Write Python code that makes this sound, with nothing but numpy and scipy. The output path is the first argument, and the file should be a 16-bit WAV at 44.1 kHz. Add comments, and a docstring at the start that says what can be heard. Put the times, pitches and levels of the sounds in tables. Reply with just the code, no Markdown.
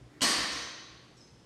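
"""A soft footfall, then the crash of a cable machine's iron weight stack in a bare, echoing gym.
The plates slide down their rods, slap together in a quick run, rattle and set the frame ringing;
loose steel fittings clink and a hook taps the frame. One microphone stands across the room, so the
clatter arrives mostly off the walls. The thuds of bare feet and the hook sound closer and drier.
Low ventilation hum lies under it all."""
import sys
import numpy as np
from scipy import signal
from scipy.fft import rfft, irfft
from scipy.io import wavfile

SR = 44100
rng = np.random.default_rng(int(sys.argv[2]) if len(sys.argv) > 2 else 0)


def persist_wave(psi):
    """Save psi, clipped to +-1, as 16-bit WAV."""
    counts = np.round(np.clip(psi, -1, 1) * 32767).astype(np.int16)
    wavfile.write(sys.argv[1], SR, np.atleast_2d(counts).T)


N = 63945
T = np.arange(N) / SR

# The gym's echo. Each row: frequency in Hz, seconds to fall by 60 dB (T60).
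ROOM_T60 = [(60, 1.3), (250, 0.89), (600, 1.22), (1500, 1.232), (4000, 1.28), (6000, 0.91), (8500, 0.63),
            (14000, 0.46)]
# Mains hum of the ventilation. Each row: frequency in Hz, level in dB.
MAINS_HUM = [(59.5, -73), (119, -64)]

# The tone colour of each noise. Each row: frequency in Hz, relative spectral density in dB.
AIR_SPECTRUM = [(25, -18), (55, -4.5), (120, 0.5), (200, -1.5), (320, -1), (600, -9.5), (1200, -15.5),
                (2500, -19), (5000, -21.5), (8000, -28), (11000, -35), (15000, -58)]   # moving air
STEP_SPECTRUM = [(20, -20), (42, -15.5), (60, 4.5), (85, -13), (120, 2.5), (190, -15), (320, -13),
                 (600, -26.5), (2000, -38), (16000, -49)]   # bare sole on the floor
NUDGE_SPECTRUM = [(1000, -39), (4000, -10), (5500, 6.5), (6700, 1.5), (7800, -2), (9500, -11.5),
                  (11000, -23), (16000, -34)]   # hook being nudged
TICK_SPECTRUM = [(1500, -5), (4500, -1.5), (5950, 12), (7000, -1), (9500, -15), (12000, -17), (16000, -30)]   # contact of a small fitting
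SLIDE_SPECTRUM = [(100, -22), (270, -9.5), (305, 10), (345, -8.5), (700, -44), (1200, -24), (1900, -18.5),
                  (2800, -36), (8000, -44), (16000, -52)]   # friction on the guide rods
TOUCH_SPECTRUM = [(100, -32), (600, -1), (1800, -9), (2600, -4), (3100, -1), (3800, -9), (6000, -8),
                  (8000, -14), (10000, -39), (16000, -47)]   # first touch of the top plate
THUMP_SPECTRUM = [(50, -36), (180, -23.5), (245, -6.5), (285, 0), (325, -7), (420, -15.5), (1000, -30.5),
                  (16000, -73)]   # full weight meeting the frame
CLACK_SPECTRUM = [(40, -41), (130, -16), (215, -4), (300, 1), (430, -4), (850, -6.5), (1110, 1), (1300, -4),
                  (1600, -2.5), (1880, 1.5), (2400, -3), (3500, -2.5), (4300, -0.5), (4750, 0), (5600, -3),
                  (7700, -8.5), (8450, -3), (8900, -9.5), (9350, -4), (10100, -14), (12000, -19),
                  (13200, -36), (14300, -21), (15000, -44), (16000, -40)]   # plate on plate

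# Small impacts around the room. Each row: start in seconds, relative level in dB.
FOOTFALLS = [(.01, -17), (0.384, -8.5), (.52, -34), (0.662, -41), (0.912, -28), (1.117, -25),
             (1.216, -25.5), (1.319, -24)]
HOOK_TAPS = [(1.207, -23.5), (1.224, -34), (1.280, -37.5)]
FITTING_CLINKS = [(.519, -8.5), (.556, -17.5), (0.621, -17.5)]
# Plates landing on each other. Each row: start in seconds, relative level in dB, treble lift in dB.
PLATE_HITS = [(.2168, 4, 2.5), (.2195, 6.5, 0), (0.2263, 3, 4), (0.2369, 1.5, -8), (0.2497, -2.5, -8),
              (.270, -0.5, -18), (.285, .5, -3.5), (0.2964, -.5, -5), (0.3057, -0.5, -9), (.344, -4.5, -4),
              (.382, -5.5, -20), (.430, -9, -1), (.473, -11, -6), (.523, -8, -17), (.571, -8, -19)]

# Resonances of the metal parts. Each row: frequency in Hz, relative level in dB, T60 in seconds.
HOOK_MODES = [(5083, -6, .3), (5156, -1, .3), (5265, -8, .25), (6013, -11, .4), (6282, -11, .4)]
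FITTING_MODES = [(5400, -14, .1), (5740, -13, .06), (5880, -12, .06), (5985, -13, .07), (6282, -13, .1),
                 (6560, -16, .08), (7644, -22, .2)]
STACK_MODES = [(196, -24, .7), (274, -19, .25), (314, -22, .4), (507, -26, .6), (1056, -22, .35),
               (1115, -16.5, .35), (1178, -20, .35), (1362, -26, .5), (1736, -23, .6), (1842, -20, .6),
               (1935, -23, .45), (3010, -24, .8), (3800, -23, .9), (3904, -20.5, .7), (4560, -21.5, .4),
               (4698, -18.5, .6), (4768, -20, .45), (5144, -21, .4), (6706, -23, .35), (8340, -18, .3),
               (9254, -25, .25)]   # plates and frame together

CONTACT_T60_S = 0.029   # metal on metal


def amp(db):
    """Decibels to gain."""
    return 10 ** (np.asarray(db) / 20)


def unit(x):
    """Scale to energy one."""
    return x / np.sqrt(np.sum(x ** 2) + 1e-20)


def at_hz(points, hz):
    """Read a table on a log-frequency axis."""
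    freqs, values = np.transpose(points)
    return np.interp(np.log(np.maximum(hz, 1)), np.log(freqs), values)


def through(x, response):
    """Pass a sound through an impulse response."""
    return signal.fftconvolve(x, response)[:N]


def colour(spectrum):
    """Minimum-phase impulse response with the given spectrum, energy one."""
    size = 2 ** 13
    hz = np.arange(size // 2 + 1) * SR / size
    cepstrum = irfft(np.log(amp(at_hz(spectrum, hz))))
    cepstrum[1:size // 2] *= 2
    cepstrum[size // 2 + 1:] = 0
    return unit(irfft(np.exp(rfft(cepstrum))))


def dying(start, t60):
    """Envelope that jumps up and dies away."""
    return (T >= start) * amp(-60 * np.clip((T - start) / t60, 0, 10))


def burst(start, t60=CONTACT_T60_S):
    """A rough contact: a short puff of noise, energy one."""
    return unit(rng.standard_normal(N) * dying(start, t60))


def knock(spectrum, start, db, t60=CONTACT_T60_S):
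    """One contact on a part that has its own colour."""
    return amp(db) * through(burst(start, t60), colour(spectrum))


def ringing(hits, modes, scatter_db=2):
    """Every hit sets every mode ringing with a strength of its own."""
    starts, db = np.transpose(hits)[:2]
    strengths = amp(db[:, None] + scatter_db * rng.standard_normal((len(starts), len(modes))))
    out = np.zeros(N)
    for k, (hz, mode_db, t60) in enumerate(modes):
        clicks = np.zeros(N)
        clicks[(starts * SR).astype(int)] = strengths[:, k] * rng.choice([-1, 1], len(starts))
        tone = through(clicks, np.sin(2 * np.pi * hz * T) * dying(0, t60))
        out += amp(mode_db) * np.linalg.norm(clicks) * unit(tone)
    return out


def gym_echoes(spots):
    """Wall echoes from several spots: half-octave bands of noise, each dying at its own rate."""
    edges = np.geomspace(28, 18000, 20)
    white, echoes = rng.standard_normal((2, spots, N)), np.zeros((spots, N))
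    for k, (low, high) in enumerate(zip(edges, edges[1:])):
        bandpass = signal.butter(2, [low, high], "band", fs=SR, output="sos")
        t60 = at_hz(ROOM_T60, np.sqrt(low * high))
        echoes += signal.sosfilt(bandpass, white[k % 2]) * dying(0, t60)
    build_up = 1 - np.exp(-T / 0.00014)
    return [unit(echo) for echo in echoes * build_up]


def far_off(x, room, direct_db=-10.5):
    """A source far from the microphone: little direct sound, much echo."""
    return amp(direct_db) * x + through(x, room)


def ventilation():
    """The room tone: steady air noise and mains hum."""
    air = irfft(rfft(rng.standard_normal(N)) * rfft(colour(AIR_SPECTRUM), N), N)
    hum = sum(amp(db) * np.sin(2 * np.pi * (hz * T + rng.random())) for hz, db in MAINS_HUM)
    return amp(-59.5) * air + hum


def footsteps(soft_above_hz=2500):
    """Soft bare soles make dull thuds on the floor."""
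    contacts = sum(amp(db) * burst(start, t60=0.052) for start, db in FOOTFALLS)
    thuds = through(contacts, colour(STEP_SPECTRUM))
    return amp(-5) * signal.sosfilt(signal.butter(2, soft_above_hz, fs=SR, output="sos"), thuds)


def hook():
    """A steel hook ticks as it is nudged, then rings as it swings against the frame."""
    nudge = knock(NUDGE_SPECTRUM, start=1.169, db=-31)
    taps = amp(-7) * ringing(HOOK_TAPS, HOOK_MODES)
    return nudge, taps


def fittings():
    """Loose, light steel parts tick on contact and ring."""
    contacts = sum(amp(db) * burst(start) for start, db in FITTING_CLINKS)
    ticks = amp(-3) * through(contacts, colour(TICK_SPECTRUM))
    return ticks + ringing(FITTING_CLINKS, FITTING_MODES)


def guide_rods(start=0.088, end=0.38):
    """Friction on the rods hums in the frame while the stack falls."""
    rubbing = rng.standard_normal(N) * (T > start) * (T < end)
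    return amp(-53.5) * through(rubbing, colour(SLIDE_SPECTRUM))


def frame():
    """Each landing sets plates and frame ringing, and the full weight thumps into the frame."""
    ring = amp(-1) * ringing(PLATE_HITS, STACK_MODES)
    return ring + knock(THUMP_SPECTRUM, start=0.226, db=-3.5, t60=0.23)


def rattle(start=0.3, end=0.59, touches_per_s=90, fade_db_per_s=48):
    """Settling plates chatter in random, weakening touches."""
    touches = (rng.random(N) < touches_per_s / SR) * (T > start) * (T < end)
    return touches * rng.standard_normal(N) * amp(-12.5 - fade_db_per_s * (T - start))


def plates(rooms, hard_above_hz=3900):
    """The top plate clicks, then the plates slap together, hard landings brighter, and rattle."""
    click = knock(TOUCH_SPECTRUM, start=0.2082, db=-6.5)
    highpass = signal.butter(2, hard_above_hz, "high", fs=SR, output="sos")
    forces = np.zeros((len(rooms), N))
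    for k, (start, db, lift_db) in enumerate(PLATE_HITS):
        contact = burst(start)
        treble = signal.sosfiltfilt(highpass, contact)
        path = k % len(rooms)   # landings take the echo paths in turn
        forces[path] += amp(db) * (contact + (amp(lift_db) - 1) * treble)
    forces[0] += rattle()
    clacks = through(sum(map(far_off, forces, rooms)), colour(CLACK_SPECTRUM))
    return far_off(click, rooms[0]) + amp(-2.5) * clacks


def scene():
    """At the microphone the clatter is mostly echo; frame, feet and hook taps are drier."""
    rooms, room_tone = gym_echoes(spots=2), ventilation()
    nudge, taps = hook()
    near = footsteps() + taps
    ring = frame()
    clatter = far_off(nudge + fittings() + guide_rods(), rooms[0]) + plates(rooms)
    echo = through(amp(-3) * ring + amp(-2) * near, rooms[1])
    return (room_tone + near + ring + clatter + echo)[None]


def record(dry):
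    """The mono microphone channel cuts off steeply above 15.9 kHz."""
    return signal.sosfilt(signal.ellip(10, .1, 80, 15900, fs=SR, output="sos"), dry)


dry = scene()
out = record(dry)
persist_wave(out)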